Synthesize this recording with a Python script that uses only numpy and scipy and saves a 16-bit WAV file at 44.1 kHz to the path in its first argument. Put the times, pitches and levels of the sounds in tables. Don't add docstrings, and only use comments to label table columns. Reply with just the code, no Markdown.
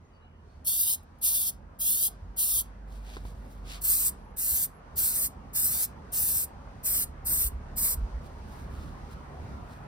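import sys
import numpy as np
from scipy import signal
from scipy.fft import rfft, irfft, next_fast_len
from scipy.io import wavfile
from scipy.ndimage import uniform_filter1d, map_coordinates

SR = 44100
rng = np.random.default_rng(int(sys.argv[2]) if len(sys.argv) > 2 else 0)


def master_out(mix):
    frames = np.transpose(np.atleast_2d(mix))
    ceiling = np.clip(frames, -1, 1)
    pcm = np.round(ceiling * 32767).astype(np.int16)
    wavfile.write(sys.argv[1], SR, pcm)


N = 435266

# t/s, relative level of its roar/dB
TRAFFIC_LEVEL = [(0, -61), (3.2, -54.5), (5.5, -52.5), (9.87, -48)]
# f/Hz, relative level/dB (per Hz)
RUMBLE_SPECTRUM = [(25, -29), (35, -8.5), (45, 2.5), (70, 1.5), (110, -6), (170, -7.5), (240, -8.5),
                   (330, -18), (600, -24), (1500, -61.5)]
ROAR_SPECTRUM = [(150, -25.5), (380, -3), (600, -2.5), (950, -1.5), (1400, -6.5), (2000, -14.5),
                 (3000, -24), (6000, -56.5)]
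AIR_SPECTRUM = [(800, -9), (2200, -3), (4500, -0.5), (7000, -5.5), (10000, -14), (13000, -19.5),
                (15500, -23.5)]
# f/Hz, correlation [-1 to 1]
AMBIENT_LIKENESS = [(60, 0.95), (130, 0.97), (290, 0.82), (640, 0.21), (1400, 0.19), (2500, -.1),
                    (5500, -0.23), (7500, 0.93)]
RUMBLE_DB, RUMBLE_GROWTH = -48.5, 0.97
AIR_START_DB, AIR_RISE_DB_PER_S = -78, 1.34

# t/s, firing rate f/Hz, relative level of the firing tone/dB, level of its octave/dB
ENGINE_COURSE = [(0, 41.6, -67.5, -57), (1.3, 41.47, -57, -57.5), (2.4, 49, -49.5, -76),
                 (3, 49.45, -41.5, -59), (3.8, 46.3, -42, -66), (4.2, 44.12, -51, -64),
                 (6, 35.35, -71, -61), (7.5, 34.96, -44.5, -44.5), (8.9, 36.43, -51.5, -45),
                 (9.87, 34.82, -67, -54)]
# multiple of the firing rate [1], level at the mean traffic roar/dB
ENGINE_OVERTONES = [(3, -62.5), (4, -60.5)]

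# t/s, length/s, start f/Hz, end f/Hz, relative level/dB
BIRD_NOTES = [(.01, .08, 6770, 6100, -75), (.11, .08, 4620, 4560, -75), (.19, .06, 4050, 3950, -75),
              (.03, .47, 2900, 2830, -67), (.42, .2, 4250, 4500, -77)]
# f/Hz, t60/s
GARDEN_DECAY = [(500, .25), (4000, 0.23), (14000, 0.11)]

# valve cracks t/s, valve shuts t/s, level/dB, start place and end place along the fender
# [0 left to 1 right], low hiss/dB, jet faces the microphone t/s, top treble gain then/dB,
# first leak to full flow/s
SQUIRTS = [(0.644, 0.968, -24.5, 0.49, 0.16, 0.5, .8, 2, .034),
           (1.211, 1.517, -24.5, 0.36, 0.6, 1, 1.35, 1, 0.03),
           (1.787, 2.1, -24.5, 0.67, 0.21, -0.5, 1.9, 2.5, .029),
           (2.361, 2.633, -25, 0.19, 0.74, 0, 2.47, 0, 0.03),
           (3.81, 4.113, -25, 0.1, 0.36, -1.5, 3.92, 3, 0.041),
           (4.363, 4.674, -26, 0.43, 0.016, -0.5, 4.56, 2, 0.031),
           (4.955, 5.29, -26.5, 0.034, 0.66, 2, 5.03, 3.5, 0.029),
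           (5.53, 5.871, -27.5, 0.73, 0.012, 2, 5.68, 4.5, 0.032),
           (6.117, 6.464, -26.5, 0.03, 0.423, 0, 6.22, 5.5, 0.028),
           (6.83, 7.059, -26.5, 0.54, 0.65, 2.5, 6.93, 2.5, 0.031),
           (7.246, 7.5, -26.5, 0.59, 0.56, 2, 7.35, 3, 0.025),
           (7.758, 7.96, -26.5, 0.52, 0.51, 3, 7.85, 2.5, .027)]
# f/Hz, relative level/dB (per Hz)
JET_SIDE_SPECTRUM = [(300, -38), (1500, -29), (2200, -30.5), (3000, -14), (4000, -18), (5400, -16),
                     (6300, -14.5), (7600, -9.5), (8600, -12), (10000, -4.5), (11500, -2), (12600, -1.5),
                     (13700, -7.5), (15600, -8.5)]
JET_BEHIND_SPECTRUM = [(300, -44), (1500, -21.5), (2000, -18), (2600, -17), (3300, -20), (4200, -17.5),
                       (5200, -13.5), (6000, -17), (6700, -10), (8000, -5), (9000, -9.5), (10000, -5),
                       (11000, -1), (13700, -1), (15600, -8.5)]
# f/Hz, correlation [-1 to 1]
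JET_LIKENESS = [(1000, .85), (2200, .95), (2700, .93), (3300, .97), (4300, .82), (5600, .65), (6600, .88),
                (8000, .995)]
# f/Hz, early squirts/rad, later squirts with place low/rad, later squirts with place high/rad
STEREO_PHASE = [(0, 0, 0, 0), (1200, 1.9, 1.6, 1.4), (1900, 3, 2.9, 2.2), (2400, 3.14, 3.1, 2.85),
                (2900, 3.45, 3.3, 3.08), (3300, 4.6, 3.9, 3.14), (3750, 6.1, 5.4, 3.25),
                (4400, 6.28, 6.25, 4.1), (5300, 6.3, 6.3, 5.1), (6200, 3.5, 5.4, 3.5),
                (6800, 3.2, 4.1, 3.18), (7250, 3.14, 3.1, 3.1)]
# f/Hz, phase/rad
STEREO_PHASE_TOP = [(7800, 2.35), (9150, .05), (9500, 0), (11650, -3.14), (13800, -6.25), (14250, -6.3),
                    (16000, -9.1)]
HIGH_PLACE = .55
CROSSING_S = 3
SHADE_DB, SHADE_HZ, SHADE_PLACE, SHADE_WIDTH = 4.5, 5900, 0.25, 0.21
RIDGE_HZ, RIDGE_SPAN_HZ, RIDGE_WIDTH_HZ, RIDGE_DB = 7600, 1100, 650, 3.8
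BEAM_HZ, BEAM_S = 12700, 0.04
ECHO_FIRST_MS, ECHO_LAST_MS, ECHO_STRETCH, ECHO_STRENGTH = .55, 3.6, .85, .64
ECHO_BEHIND = .6

# t/s, initial level/dB
CAP_TICKS = [(1.03, -60), (1.186, -63)]
# t/s, peak level/dB before the stereo balance, f/Hz
THUMPS = [(2.212, -36, 84.5), (2.282, -35.5, 52.1), (3.244, -41, 63.4), (4.51, -36.5, 63.6),
          (7.438, -26.5, 57), (7.525, -30, 59.2), (7.966, -26, 61.5), (8.015, -22.5, 48.7),
          (8.128, -28, 54)]
THUMP_SWELL_S = 0.02

# start t/s, end t/s, level/dB
SHUFFLES = [(2.87, 3.66, -69.5), (8.2, 9.9, -73.5)]
# middle t/s, half length/s, level/dB, tilt/(dB per octave)
STEPS = [(2.949, 0.059, -61.5, 2.5), (3.125, 0.078, -54, -0.5), (3.279, 0.04, -58.5, 4),
         (3.521, 0.029, -62.5, 7), (3.727, 0.054, -44, 0), (8.258, 0.035, -63, 2), (8.567, 0.089, -62, 5),
         (8.725, .025, -66, 6), (8.819, 0.097, -59, 0.5), (9.121, 0.022, -58.5, 3.5),
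         (9.728, 0.054, -62, 2)]
# f/Hz, relative level/dB (per Hz)
GRASS_SPECTRUM = [(400, -4), (1100, 2), (2000, 2), (3000, 5.5), (4400, 3), (6000, -1.5), (9000, -4),
                  (13000, -7.5), (15500, -14)]
SHUFFLE_TILT = 2.8
STRIDE_ROUNDNESS = 2.2
SNAPS_PER_S, SNAP_SPREAD_DB, SNAP_SHARE = 450, 4.5, .6
GRASS_FLUTTER_DB = 1.1

# t/s, relative level/dB
KNOCKS = [(3.168, -25), (3.252, -30)]
# f/Hz, relative level/dB, t60/s
SHOE_MODES = [(141.4, -7, 0.045), (250, -6, 0.035), (405, -9, 0.025), (600, -5, 0.02), (1030, .5, 0.024),
              (1300, -4, 0.022), (2070, -14, .02)]
# middle t/s, half length/s, level/dB
WHISTLES = [(4.24, 0.16, -74.5), (4.75, 0.042, -69)]
WHISTLE_HZ, WHISTLE_WIDTH_HZ = 10980, 130
TOP_HZ = 15850


def amp(db):
    return 10 ** (np.asarray(db) / 20)


def unit(x):
    return x / np.sqrt(np.mean(x ** 2) + 1e-20)


def clock():
    return np.arange(N) / SR


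def along(points, hz):
    f, v = np.transpose(points)
    return np.interp(np.log(hz + 1), np.log(f + 1), v)


def curves(rows):
    s, *columns = np.transpose(rows)
    return [np.interp(clock(), s, column) for column in columns]


def wobble(rate, size=N):
    knots = rng.standard_normal(int(size * rate / SR) + 4)
    coarse = np.arange(0, size + 16, 16)
    smooth = map_coordinates(knots, [coarse * rate / SR])
    return np.interp(np.arange(size), coarse, smooth)


def filtered(x, response):
    size = x.shape[-1]
    padded = next_fast_len(size + 4096)
    hz = np.fft.rfftfreq(padded, 1 / SR)
    return irfft(rfft(x, padded) * response(hz), padded)[..., :size]


def rush(spectrum, alike, size=N):
    def colour(hz):
        turn = np.arccos(np.clip(along(alike, hz), -1, 1)) / 2
        return amp(along(spectrum, hz)) * [np.cos(turn), np.sin(turn)]
    mid, side = filtered(rng.standard_normal((2, size)), colour)
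    return unit(np.array([mid + side, mid - side]))


def add(track, s, sound):
    part = track[..., round(s * SR):][..., :sound.shape[-1]]
    part += sound[..., :part.shape[-1]]


def patchy(x, depth_db, order=7, count=22):
    z = signal.stft(x, nperseg=512, noverlap=384)[2]
    field = rng.standard_normal(z.shape[1:])
    field = uniform_filter1d(field, order, 0)
    field = uniform_filter1d(field, count, 1)
    z = z * amp(depth_db * unit(field))
    return unit(signal.istft(z, nperseg=512, noverlap=384)[1][:, :x.shape[-1]])


def stereo_phases(hz):
    f, *columns = np.transpose(STEREO_PHASE)
    top_f, top = np.transpose(STEREO_PHASE_TOP)
    return [np.interp(hz, np.r_[f, top_f], np.r_[column, top]) for column in columns]


def widened(x):
    return filtered(x, lambda hz: np.exp(.5j * stereo_phases(hz)[0] * np.array([[1], [-1]])))


def garden(x):
    hz, t, z = signal.stft(rng.standard_normal(SR // 3), SR, nperseg=256)
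    decay = amp(-60 * t / along(GARDEN_DECAY, hz)[:, None])
    tail = signal.istft(z * decay, SR, nperseg=256)[1]
    return signal.fftconvolve(x, tail[None] / np.linalg.norm(tail), axes=1)[:, :N]


def traffic(roar_db=-1):
    level, = curves(TRAFFIC_LEVEL)
    rumble_db = RUMBLE_DB + RUMBLE_GROWTH * (level - level.mean()) + 1.88 * wobble(9)
    rumble = amp(rumble_db) * rush(RUMBLE_SPECTRUM, AMBIENT_LIKENESS)
    roar = patchy(rush(ROAR_SPECTRUM, AMBIENT_LIKENESS), depth_db=2.15, order=2, count=24)
    roar = amp(roar_db + level + 0.33 * wobble(16)) * roar
    air_db = AIR_START_DB + AIR_RISE_DB_PER_S * clock() + 2.1 * wobble(5.7)
    air = amp(air_db) * rush(AIR_SPECTRUM, AMBIENT_LIKENESS)
    return rumble * amp([[-1], [1]]) + roar + air


def engine(level_db=2, waver_db=1, overtone_growth=1.6):
    hz, tone_db, octave_db = curves(ENGINE_COURSE)
    near, = curves(TRAFFIC_LEVEL)
    phase = 2 * np.pi * np.cumsum(hz) / SR
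    tone = amp(tone_db + level_db + waver_db * wobble(12)) * np.sin(phase)
    octave = amp(octave_db) * np.sin(2 * phase)
    overtones = sum(amp(db) * np.sin(round(k) * phase) for k, db in ENGINE_OVERTONES)
    return tone + octave + amp(overtone_growth * (near - near.mean())) * overtones


def bird(level_db=-1, blur=1.0):
    out = np.zeros(N)
    for s, length, start_hz, end_hz, db in BIRD_NOTES:
        size = round(length * SR)
        phase = 2 * np.pi * np.cumsum(np.linspace(start_hz, end_hz, size)) / SR
        phase = phase + blur * wobble(start_hz / 12, size=size)
        add(out, s, amp(db + level_db) * np.hanning(size) * np.sin(phase))
    return garden(out[None])


def delayed(x, ms):
    return map_coordinates(x, [np.arange(len(x)) - ms * SR / 1000], order=3)


def reflected(jet, place, strength, count=12):
    stretch = 1 + ECHO_STRETCH * (place + .012 * wobble(14, size=len(place)))
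    spacing = (np.arange(count) + rng.random(count)) / count
    detours_ms = ECHO_FIRST_MS * (ECHO_LAST_MS / ECHO_FIRST_MS) ** spacing
    gains = rng.choice([-1, 1], count) / np.sqrt(detours_ms)
    gains = gains * strength * ECHO_STRENGTH / np.linalg.norm(gains)
    sides = []
    for side in jet:
        echoes = sum(gain * delayed(side, ms * stretch) for ms, gain in zip(detours_ms, gains))
        sides.append(side + echoes)
    return unit(np.array(sides))


def swept(jet, place, facing_s, low_db, beam_db, behind):
    hz, t, z = signal.stft(jet, SR, nperseg=512, noverlap=384)
    hz = hz[:, None]
    place = np.interp(t, np.arange(len(place)) / SR, place)
    shade_db = -behind * SHADE_DB / 2 * np.tanh((place - SHADE_PLACE) / SHADE_WIDTH)
    low = (low_db + shade_db) / (1 + (hz / SHADE_HZ) ** 8)
    ridge_hz = RIDGE_HZ + RIDGE_SPAN_HZ * place
    ridge = behind * RIDGE_DB * np.exp(-((hz - ridge_hz) / RIDGE_WIDTH_HZ) ** 2)
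    treble = 1 - 1 / (1 + (hz / BEAM_HZ) ** 20)
    beam = beam_db * np.exp(-((t - facing_s) / BEAM_S) ** 2) * treble
    phase, low_place, high_place = stereo_phases(hz)
    if behind:
        phase = low_place + (high_place - low_place) * np.clip(place / HIGH_PLACE, 0, 1) ** 2
    z = z * amp(low + ridge + beam) * np.exp(.5j * np.array([phase, -phase]))
    return signal.istft(z, SR, nperseg=512, noverlap=384)[1][:, :jet.shape[-1]]


def spray(leak_db=-12.5, leak_s=0.0099, open_s=0.023, shut_s=0.034, sputter_db=-0.05, flow_db=1.3):
    out, size = np.zeros((2, N)), SR * 2 // 5
    for crack, shut, db, start, end, low_db, facing, beam_db, press_s in SQUIRTS:
        behind = crack > CROSSING_S
        t = crack + np.arange(size) / SR
        place = np.interp(t, [crack, shut], [start, end])
        jet = rush(JET_BEHIND_SPECTRUM if behind else JET_SIDE_SPECTRUM, JET_LIKENESS, size=size)
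        jet = patchy(jet, depth_db=1.7 if behind else 1.2)
        jet = reflected(jet, place, ECHO_BEHIND if behind else 1)
        jet = swept(jet, place, facing - crack, low_db, beam_db, behind)
        leak = amp(leak_db) * np.clip((t - crack) / leak_s, 0, 1)
        opening = np.clip(1 + (t - crack - press_s) / open_s, 0, 1)
        closing = np.sin(np.pi / 2 * np.clip((shut - t) / shut_s, 0, 1)) ** 2
        sputter = amp(sputter_db * wobble(350, size=size) + flow_db * wobble(34.2, size=size))
        add(out, crack, amp(db) * jet * np.maximum(leak, opening) * closing * sputter)
    return out


def ticks():
    out, t = np.zeros((2, N)), np.arange(SR // 10) / SR
    for s, db in CAP_TICKS:
        noise = rush(JET_SIDE_SPECTRUM, AMBIENT_LIKENESS, size=len(t))
        add(out, s, amp(db - 60 * t / 0.056) * noise)
    return out


def thumps():
    out, t = np.zeros(N), np.arange(SR // 3) / SR
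    u = t / THUMP_SWELL_S
    swell = (u * np.exp(1 - u)) ** 2
    for s, db, hz in THUMPS:
        add(out, s, amp(db) * swell * np.sin(2 * np.pi * hz * t))
    return out


def crackle(size):
    snaps = rng.random(size) < SNAPS_PER_S / SR
    strength = amp(SNAP_SPREAD_DB * rng.standard_normal(size))
    return unit(snaps * rng.choice([-1, 1], size) * strength)


def grass(tilt, size):
    spectrum = [(hz, level + tilt * np.log2(hz)) for hz, level in GRASS_SPECTRUM]
    swish = rush(spectrum, [(1000, 0.053), (8000, 0.64)], size=size)
    snaps = unit(filtered(crackle(size), lambda hz: amp(along(spectrum, hz))))
    flutter = amp(GRASS_FLUTTER_DB * wobble(70, size=size))
    return unit((swish + SNAP_SHARE * snaps) * flutter)


def steps(fade_s=0.073):
    out, size = np.zeros((2, N)), SR // 2
    t = (np.arange(size) - size / 2) / SR
    for s, half, db, tilt in STEPS:
        stride = np.exp(-np.abs(t / half) ** STRIDE_ROUNDNESS)
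        add(out, s + t[0], amp(db) * stride * grass(tilt, size))
    moving = np.zeros(N)
    for start, end, db in SHUFFLES:
        to_edge_s = np.minimum(clock() - start, end - clock())
        moving += amp(db) * np.clip(to_edge_s / fade_s, 0, 1)
    return out + moving * grass(SHUFFLE_TILT, N)


def knocks(level_db=-11.5, scuff_db=-2, push_db=5, push_s=.0003, crack_db=-7, crack_t60_s=.018):
    out, t = np.zeros(N), np.arange(SR // 5) / SR
    push = amp(push_db) * t / push_s * np.exp(1 - t / push_s)
    onset = 1 - np.exp(-t / 0.0007)
    for s, db in KNOCKS:
        ring = np.zeros(len(t))
        for hz, level, t60 in SHOE_MODES:
            decay = amp(level + rng.normal(0, 1.8) - 60 * t / t60)
            ring += decay * np.sin(2 * np.pi * (hz * t + rng.random()))
        scuff = filtered(rng.standard_normal(len(t)), lambda hz: 1 / (1 + (hz / 1500) ** 2))
        scuff = amp(scuff_db - 60 * t / 0.04) * unit(scuff)
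        crack = filtered(rng.standard_normal(len(t)), lambda hz: 1 / (1 + (hz / 4000) ** 4))
        crack = amp(crack_db - 60 * t / crack_t60_s) * unit(crack)
        add(out, s, amp(db + level_db) * (push + crack + (ring + scuff) * onset))
    return out


def whistle():
    def band(hz):
        return np.exp(-((hz - WHISTLE_HZ) / WHISTLE_WIDTH_HZ) ** 2)
    tone = unit(filtered(rng.standard_normal(N), band))
    return tone * sum(amp(db) * np.exp(-((clock() - s) / half) ** 2) for s, half, db in WHISTLES)


def scene():
    can = spray()
    bass = (engine() + thumps()) * amp([[-.9], [.9]])
    around = traffic() + bass + bird() + ticks() + steps() + knocks() + whistle()
    return can + amp(-15.5) * garden(can) + widened(around)


def record(dry):
    return filtered(dry, lambda hz: np.clip((TOP_HZ - hz) / 200 + .5, 0, 1))


dry = scene()
out = record(dry)
master_out(out)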